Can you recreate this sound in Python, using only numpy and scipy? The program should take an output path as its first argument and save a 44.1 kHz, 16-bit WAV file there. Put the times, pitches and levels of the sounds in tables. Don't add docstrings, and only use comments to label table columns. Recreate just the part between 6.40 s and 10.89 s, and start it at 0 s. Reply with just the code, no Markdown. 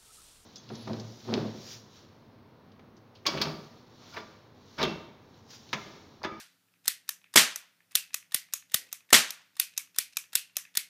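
import sys
import numpy as np
from scipy import signal
from scipy.io import wavfile
from scipy.ndimage import uniform_filter1d

SR = 44100
rng = np.random.default_rng(int(sys.argv[2]) if len(sys.argv) > 2 else 0)


def convert_level_to_amplitude(level_db):
    exponent = np.asarray(level_db, float) / 20
    return 10 ** exponent


def int16_out(signal):
    q = np.round(np.clip(np.atleast_2d(signal).T, -1, 1) * 32767)
    wavfile.write(sys.argv[1], SR, q.astype(np.int16))


N = 198097
HZ = np.fft.rfftfreq(4096, 1 / SR)

# (time [s], blow [dB], grip thud [dB], loudest frame ring [Hz], slip just before it [dB])
HAMMER_FALLS = [
    (0.4795, -13.5, -43.5, 1910, -35.5),
    (1.554, -11, -45.5, 2650, -47.5),
    (1.9452, -14.5, -39.5, 2025, -50),
    (2.3433, -12.5, -29, 1940, -41.5),
    (3.1987, -13.5, -60, 2500, -48),
    (3.5857, -14.5, -53.5, 2345, -51),
    (3.954, -13, -45.5, 2720, -49.5),
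    (4.3723, -15, -42.5, 2170, -47),
]
# (time [s], snap [dB], grip thud [dB], loudest frame ring [Hz], slip before it [dB])
TRIGGER_SNAPS = [
    (0.6909, -23, -55.5, 1770, -53.5),
    (1.1591, -27.5, -53, 2000, -59),
    (1.7431, -23, -49.5, 1966, -50),
    (2.1369, -21, -49.5, 6660, -49.5),
    (2.528, -27.5, -48.5, 2030, -52.5),
    (2.9059, -28.5, -54.5, 2027, -59),
    (3.3772, -21.5, -49, 2227, -49),
    (3.7698, -21, -45, 2415, -56),
    (4.1678, -20.5, -41.5, 1910, -50.5),
]
# (time [s], level [dB], lead of its creep [s], loudest frame ring [Hz])
SEAR_RELEASES = [
    (0.4555, -42.5, .0095, 1310),
    (0.9391, -36.5, 0.0083, 1150),
    (1.516, -53, 0.0057, 1198),
    (1.920, -41, 0.01, 1150),
    (2.317, -45.5, .005, 1150),
    (2.704, -40, .011, 1783),
    (3.1671, -46.5, 0.013, 1203),
    (3.5611, -44, 0.0058, 1150),
    (3.9313, -40, 0.0083, 1678),
    (4.352, -36.5, 0.011, 1700),
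]
# (frequency [Hz], level [dB per Hz])
HAMMER_COLOUR = [(100, -46.5), (500, -27.5), (1000, -22.5), (1500, -12.5), (2500, -15), (4700, -3.5),
                 (7100, -7), (10000, -7), (12700, -3.5), (15000, -9), (16000, -17)]
# (frequency [Hz], level [dB per Hz])
SEAR_COLOUR = [(59, -59), (100, -30.5), (736, -10.5), (1870, -1.5), (2580, -8), (3780, -4), (12700, -12),
               (15000, -8.5), (16000, -18.5)]
# (frequency [Hz], width [Hz], level [dB])
HAMMER_FRAME = [(1860, 120, 7.5), (2770, 220, 3), (3580, 410, 5), (4600, 440, 0), (9354, 1200, 5.5),
                (12240, 170, 2)]
# (frequency [Hz], width [Hz], level [dB])
TRIGGER_FRAME = [(1720, 130, 2.3), (2580, 400, 9.9), (3800, 360, 7.7), (5350, 3000, 2.3), (10850, 150, 4)]
# (frequency [Hz], level [dB], time to fall 60 dB [s])
TRIGGER_KNOCK = [(380, -1, 0.016), (653, 4, 0.028), (920, -4, .012), (1090, -1, .016)]
# (frequency [Hz], level [dB], time to fall 60 dB [s])
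PAWL_KNOCK = [(1150, 0.5, .011), (1458, -1, .011), (1800, -1.5, .011)]
# (frequency [Hz], level [dB])
CLICK_ECHO = [(100, -17.5), (700, -15.5), (1300, -14.5), (2500, -3), (5000, -11), (9000, -6),
              (15000, -12.5)]


def evened(x):
    return x / np.sqrt(np.mean(x ** 2) + 1e-20)


def read(points, hz):
    f, value = np.transpose(points)
    return np.interp(np.log(hz + 1), np.log(f + 1), value)


def add(mix, s, sound):
    part = mix[round(s * SR):][:len(sound)]
    part += sound[:len(part)]


def causal(gain_db):
    log_gain = np.log(convert_level_to_amplitude(np.maximum(gain_db, -100)))
    circle = np.r_[log_gain, log_gain[-2:0:-1]]
    spectrum = np.exp(np.conj(signal.hilbert(circle)))
    return np.fft.ifft(spectrum).real[:len(gain_db)]


def coloured(x, points):
    return signal.oaconvolve(x, causal(read(points, HZ)))[:len(x)]


def bumps(modes):
    return sum(db / (1 + (2 * (HZ - hz) / width) ** 2) for hz, width, db in modes)


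def room(walls_db, lasting, patchy_db=1.0, onset_s=0.012, build_s=0.003):
    # (frequency [Hz], time [s])
    decay_times = [(60, 0.26), (250, 0.24), (700, .33), (1500, 0.3), (3000, 0.29), (7000, 0.26),
                   (14000, .24)]
    # (frequency [Hz], level [dB])
    hallway = [(300, -28), (1500, -15), (3000, -17.5), (6000, -20), (12000, -34.5)]
    # (delay [s], level [dB])
    wall_echoes = [(0.0132, 4), (0.0161, 6), (0.0185, -4), (.020, 6.5), (.0255, -4), (0.0368, -7.5)]
    taps = np.zeros(SR)
    at = np.arange(0, SR - 5, 5)
    taps[at + rng.integers(0, 5, len(at))] = rng.standard_normal(len(at))

    hz, t, z = signal.stft(taps, SR, nperseg=256)
    dying_db = -60 * t / (lasting * read(decay_times, hz))[:, None]
    slow = convert_level_to_amplitude(read(hallway, hz)[:, None] + 0.47 * dying_db)
    patches = uniform_filter1d(rng.standard_normal(z.shape), size=3, axis=0)
    patches = evened(uniform_filter1d(patches, size=6, axis=1))
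    z = z * (convert_level_to_amplitude(dying_db) + slow) * convert_level_to_amplitude(patchy_db * patches)
    tail = signal.istft(z, SR, nperseg=256)[1][:SR]
    tail = tail / (1 + np.exp(-np.clip((np.arange(SR) / SR - onset_s) / build_s, -30, 30)))
    tail = tail / np.linalg.norm(tail)

    walls = np.zeros(SR)
    for s, db in wall_echoes:
        smear = rng.standard_normal(100) * np.exp(-(np.arange(100) / SR / 0.0018) ** 2)
        add(walls, s, convert_level_to_amplitude(db + walls_db) * smear / np.linalg.norm(smear))
    return tail + signal.lfilter([.4], [1, -.6], walls)


def contact(blow_s, rattle_s, rattle_db, slip_s, slip_db, rise_s=.0001, floor_s=.0038, floor_db=-15):
    t = np.arange(1600) / SR - slip_s
    after = np.maximum(t, 0)
    rattle = np.exp(-(after / rattle_s) ** 3) * (t >= 0)
    blow = np.exp(-(after / blow_s) ** 2) * (t >= 0)
    bounce = np.roll(blow, round(floor_s * SR))
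    slip = np.exp(-(t + slip_s) / 0.0017)
    shape = blow + convert_level_to_amplitude(floor_db) * bounce + convert_level_to_amplitude(rattle_db) * rattle + convert_level_to_amplitude(slip_db) * slip
    rise = 1 - np.exp(-(t + slip_s) / rise_s)
    uneven = convert_level_to_amplitude(2.5 * np.repeat(rng.standard_normal(100), 16))
    return rise * shape * uneven * rng.standard_normal(1600)


def thud(grip):
    t = np.arange(2000) / SR
    knock = 0
    for hz, db, t60 in grip:
        louder, higher = rng.standard_normal(2)
        level = convert_level_to_amplitude(db + 2.5 * louder - 60 * t / t60)
        knock = knock + level * np.sin(2 * np.pi * hz * (1 + .04 * higher) * t)
    return knock * np.exp(-(t / 0.0099) ** 4) * (1 - np.exp(-(t / 0.0013) ** 2))


def clicks(rows, tone, ring, grip, slip_s, body_db, room_db, ring_db=8, **force):
    # (frequency [Hz], width [Hz], level [dB])
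    frame_afar = [(1860, 440, 1), (2500, 500, -0.04), (5460, 2200, 0), (13900, 1200, 1.5)]
    near, knocks, sent = np.zeros((3, N))
    colour_db = read(tone, HZ) + read([(2500, body_db), (5000, 0)], HZ)
    for s, db, thud_db, ring_hz in rows:
        frame = causal(colour_db + bumps(ring + [(ring_hz, 170, ring_db)]))
        sound = signal.fftconvolve(contact(slip_s=slip_s, **force), frame)
        loudest = np.sqrt(uniform_filter1d(sound ** 2, 88).max())
        add(near, s - slip_s, sound * convert_level_to_amplitude(db) / loudest)
        add(knocks, s, convert_level_to_amplitude(thud_db) * thud(grip))
        all_round = causal(colour_db + bumps(frame_afar + [(ring_hz, 350, ring_db)]))
        add(sent, s, convert_level_to_amplitude(db + room_db) * all_round / np.linalg.norm(all_round))
    return np.array([near, knocks, sent])


def ticks(rows, thud_db, ring_hz):
    return [(s, db, db + thud_db, ring_hz) for s, db in rows]


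def earlier():
    # (time before the start [s], level [dB])
    past_click = (0.085, 0.58)
    lead_s, db = past_click
    snap = causal(read(HAMMER_COLOUR, HZ) + read(CLICK_ECHO, HZ) + bumps([(920, 1600, 13)]))
    tail = signal.fftconvolve(snap / np.linalg.norm(snap), room(walls_db=-40, lasting=0.78))
    return np.pad(convert_level_to_amplitude(db) * tail[round(lead_s * SR):], (0, N))[:N]


def floor():
    # (frequency [Hz], level [dB per Hz])
    hiss_colour = [(60, -33), (100, -20.5), (140, -15.5), (220, -14.5), (300, -12.5), (600, -13.5),
                   (1040, -16.5), (1400, -11), (2100, -15.5), (4500, -16.5), (8000, -20), (12500, -18),
                   (15000, -17.5), (16000, -34.5)]
    # (frequency [Hz], width [Hz], level [dB])
    hum_tones = [(107, 2.5, -86), (174, 52, -82), (268, 9.3, -89)]
    frames, hz = N // 256 + 5, np.fft.rfftfreq(1024, 1 / SR)
    a, b, patches = rng.standard_normal((frames, 513, 3)).T
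    patches = evened(uniform_filter1d(uniform_filter1d(patches, 12, 0), 14, 1))
    z = (a + 1j * b) * convert_level_to_amplitude(read(hiss_colour, hz)[:, None] + 0.79 * patches)
    hiss = signal.istft(z, nperseg=1024, noverlap=768)[1][:N]
    out = convert_level_to_amplitude(-74.5) * evened(hiss)
    t = np.arange(N) / SR
    for hum_hz, width, db in hum_tones:
        noise = rng.standard_normal((N, 2)) @ [1, 1j]
        waver = signal.lfilter([1], [1, -np.exp(-np.pi * width / SR)], noise)
        hum = (1.1 + waver / abs(waver).mean()) * np.exp(2j * np.pi * hum_hz * t)
        out = out + convert_level_to_amplitude(db) * evened(hum.real)
    return out


def pawl():
    # (time [s], level [dB])
    drum_ticks = [(.285, -69.5), (.339, -61), (.816, -61), (.842, -50.5), (1.288, -76), (1.405, -57),
                  (1.528, -57), (1.706, -55.5), (1.827, -52), (2.087, -58.5), (2.224, -54.5), (2.475, -65),
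                  (2.606, -56.5), (2.69, -58.5), (3.062, -65.5), (3.133, -69), (3.33, -62), (3.474, -58),
                  (3.839, -53), (4.097, -59), (4.2515, -48), (4.274, -61), (4.472, -76.5)]
    # (frequency [Hz], level [dB per Hz])
    pawl_colour = [(59, -52.5), (100, -24), (595, -24), (1060, -13.5), (2130, 5), (4200, -5.5),
                   (10200, -17), (15000, -30), (16000, -48.5)]
    rows = ticks(drum_ticks, thud_db=2.0, ring_hz=1768)
    return clicks(rows, pawl_colour, TRIGGER_FRAME, PAWL_KNOCK, slip_s=0.00022, body_db=1.9, room_db=18.5,
                  blow_s=0.00059, rattle_s=0.0039, rattle_db=-12, slip_db=-26)


def creep():
    # (time [s], level [dB])
    stray = [(.441, -67), (.464, -64), (2.298, -57.5), (2.468, -60), (2.489, -59), (2.7245, -45.5),
             (3.017, -62.5), (3.337, -57), (3.546, -55.5), (3.725, -58.5), (3.732, -53.5), (3.9297, -48)]
    # (time ahead [s], level against the row's slip [dB])
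    spring_slips = [(.0117, -0.5), (.0078, -1.5)]
    # (frequency [Hz], level [dB per Hz])
    creep_colour = [(200, -29), (800, -18), (1800, -3), (4000, -4), (7000, -5), (12000, -15),
                    (16000, -28.5)]
    sear_slips = [(s - lead_s, -59) for s, db, lead_s, hz in SEAR_RELEASES]
    graze = [(row[0] - 0.006, row[-1]) for row in HAMMER_FALLS]
    spring = [(row[0] - lead_s, row[-1] + db) for row in TRIGGER_SNAPS for lead_s, db in spring_slips]
    rows = ticks(stray + sear_slips + graze + spring, thud_db=-27.0, ring_hz=5200)
    return clicks(rows, creep_colour, TRIGGER_FRAME, TRIGGER_KNOCK, slip_s=0.00086, body_db=-1.1, room_db=13.0,
                  blow_s=.001, rattle_s=.005, rattle_db=-1.5, slip_db=-29.0, rise_s=.0015)


def sear():
    rows = [(s, db, db - 17.5, hz) for s, db, lead_s, hz in SEAR_RELEASES]
    return clicks(rows, SEAR_COLOUR, HAMMER_FRAME, PAWL_KNOCK, slip_s=0.00015, body_db=-2.6, room_db=23.0,
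                  blow_s=0.001, rattle_s=0.0069, rattle_db=-9.0, slip_db=-15.5, rise_s=0.0019)


def hammer():
    # (frequency [Hz], level [dB], time to fall 60 dB [s])
    hammer_knock = [(181, 0, 0.045), (324.3, -1.5, 0.025), (557, -2, 0.02), (1150, -2.5, 0.037)]
    rows = [row[:-1] for row in HAMMER_FALLS]
    return clicks(rows, HAMMER_COLOUR, HAMMER_FRAME, hammer_knock, slip_s=.0022, body_db=1.55, room_db=17.0,
                  blow_s=.0012, rattle_s=0.0071, rattle_db=-10.0, slip_db=-14.5, floor_db=-18.0)


def trigger():
    # (frequency [Hz], level [dB per Hz])
    trigger_colour = [(100, -53.5), (600, -34), (1170, -5), (2080, -10), (4470, -5.5), (6020, 2.5),
                      (8280, -4.5), (13500, 0), (15000, -6.5), (16000, -40.5)]
    rows = [row[:-1] for row in TRIGGER_SNAPS]
    return clicks(rows, trigger_colour, TRIGGER_FRAME, TRIGGER_KNOCK, slip_s=0.001202, body_db=-1.3, room_db=18.0,
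                  blow_s=0.00081, rattle_s=0.0054, rattle_db=-8, slip_db=-11, floor_db=-41, rise_s=0.00098)


def caps(burn_s=0.0044, fade_s=0.0027, front_db=3.5, hammer_db=-24):
    # (time [s], blast [dB], room share [dB])
    bangs = [
        (0.9586, -6.5, 2),
        (2.7286, -5.5, 0.5),
    ]
    # (frequency [Hz], level [dB per Hz])
    blast_colour = [(18, -40), (60, -17.5), (780, -9), (1100, -7.5), (2350, -7), (3580, -7), (4780, -8),
                    (6050, -9), (6720, -7.5), (13700, -13.5), (16000, -28.5)]
    near, sent, t = np.zeros(N), np.zeros(N), np.arange(2000) / SR
    crack = causal(read(blast_colour, HZ))
    u = t / 0.00041
    front = convert_level_to_amplitude(front_db) * (1 - u) * np.exp(-u)
    burning = np.exp(-np.maximum(t - burn_s, 0) / fade_s) * np.minimum(0.53 + t / 0.009, 1)
    for s, db, room_db in bangs:
        sputter = burning * evened(coloured(rng.standard_normal(2000), blast_colour))
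        add(near, s, convert_level_to_amplitude(db) * (front + sputter))
        touch = np.exp(-t / .003) * evened(coloured(rng.standard_normal(2000), SEAR_COLOUR))
        add(near, s - .0025, convert_level_to_amplitude(db + hammer_db) * touch)
        add(sent, s, convert_level_to_amplitude(db + room_db) * crack / np.linalg.norm(crack))
    return near, sent


def rustle():
    # (start [s], length [s], level [dB])
    brush = (2.372, 0.15, -66)
    # (frequency [Hz], level [dB per Hz])
    cloth_colour = [(120, -22), (250, -2), (500, 0), (800, -8), (1300, -19)]
    start, length, db = brush
    u, out = np.arange(0, 1, 1 / (SR * length)), np.zeros(N)
    lumps = convert_level_to_amplitude(2.6 * evened(uniform_filter1d(rng.standard_normal(SR), size=400)))
    cloth = evened(coloured(lumps * rng.standard_normal(SR), cloth_colour))
    add(out, start, convert_level_to_amplitude(db) * np.sin(np.pi * u ** 0.52) * cloth[:len(u)])
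    return out


def scene():
    # (frequency [Hz], level [dB])
    blast_echo = [(40, -20), (200, 7), (450, -3), (900, -4), (2000, 2.5), (5000, 3.5), (9000, 2.5),
                  (15000, 1.5)]
    lock, knocks, lock_sent = pawl() + creep() + sear() + hammer() + trigger()
    blast, blast_sent = caps()

    sway = np.pi * np.arange(N) / SR * 2.3
    lock_sent = coloured(lock_sent, CLICK_ECHO)
    lock_room = np.zeros(N)
    for share in (np.sin(sway), np.cos(sway)):
        lock_room += signal.fftconvolve(lock_sent * share, room(walls_db=-15.5, lasting=0.7))[:N]

    blast_sent = coloured(blast_sent, blast_echo)
    blast_room = convert_level_to_amplitude(18.5) * signal.fftconvolve(blast_sent, room(walls_db=-7.0, lasting=0.83))[:N]
    return (lock + knocks + lock_room + blast + blast_room + earlier() + floor() + rustle())[None]


def roll_off(x):
    return signal.sosfilt(signal.butter(12, 16480, fs=SR, output="sos"), x)


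def record(dry):
    ceiling = .58
    squeezed = dry / (1 + abs(dry / ceiling) ** 3.8) ** (1 / 4.8)
    low_cut = signal.butter(3, 100, "high", fs=SR, output="sos")
    thin = signal.sosfilt(low_cut, squeezed)
    high_cut = signal.firwin(127, 15500, window=("kaiser", 4), fs=SR)
    limited = signal.oaconvolve(thin, high_cut[None], "same")
    return roll_off(limited)


dry = scene()
out = record(dry)
int16_out(out)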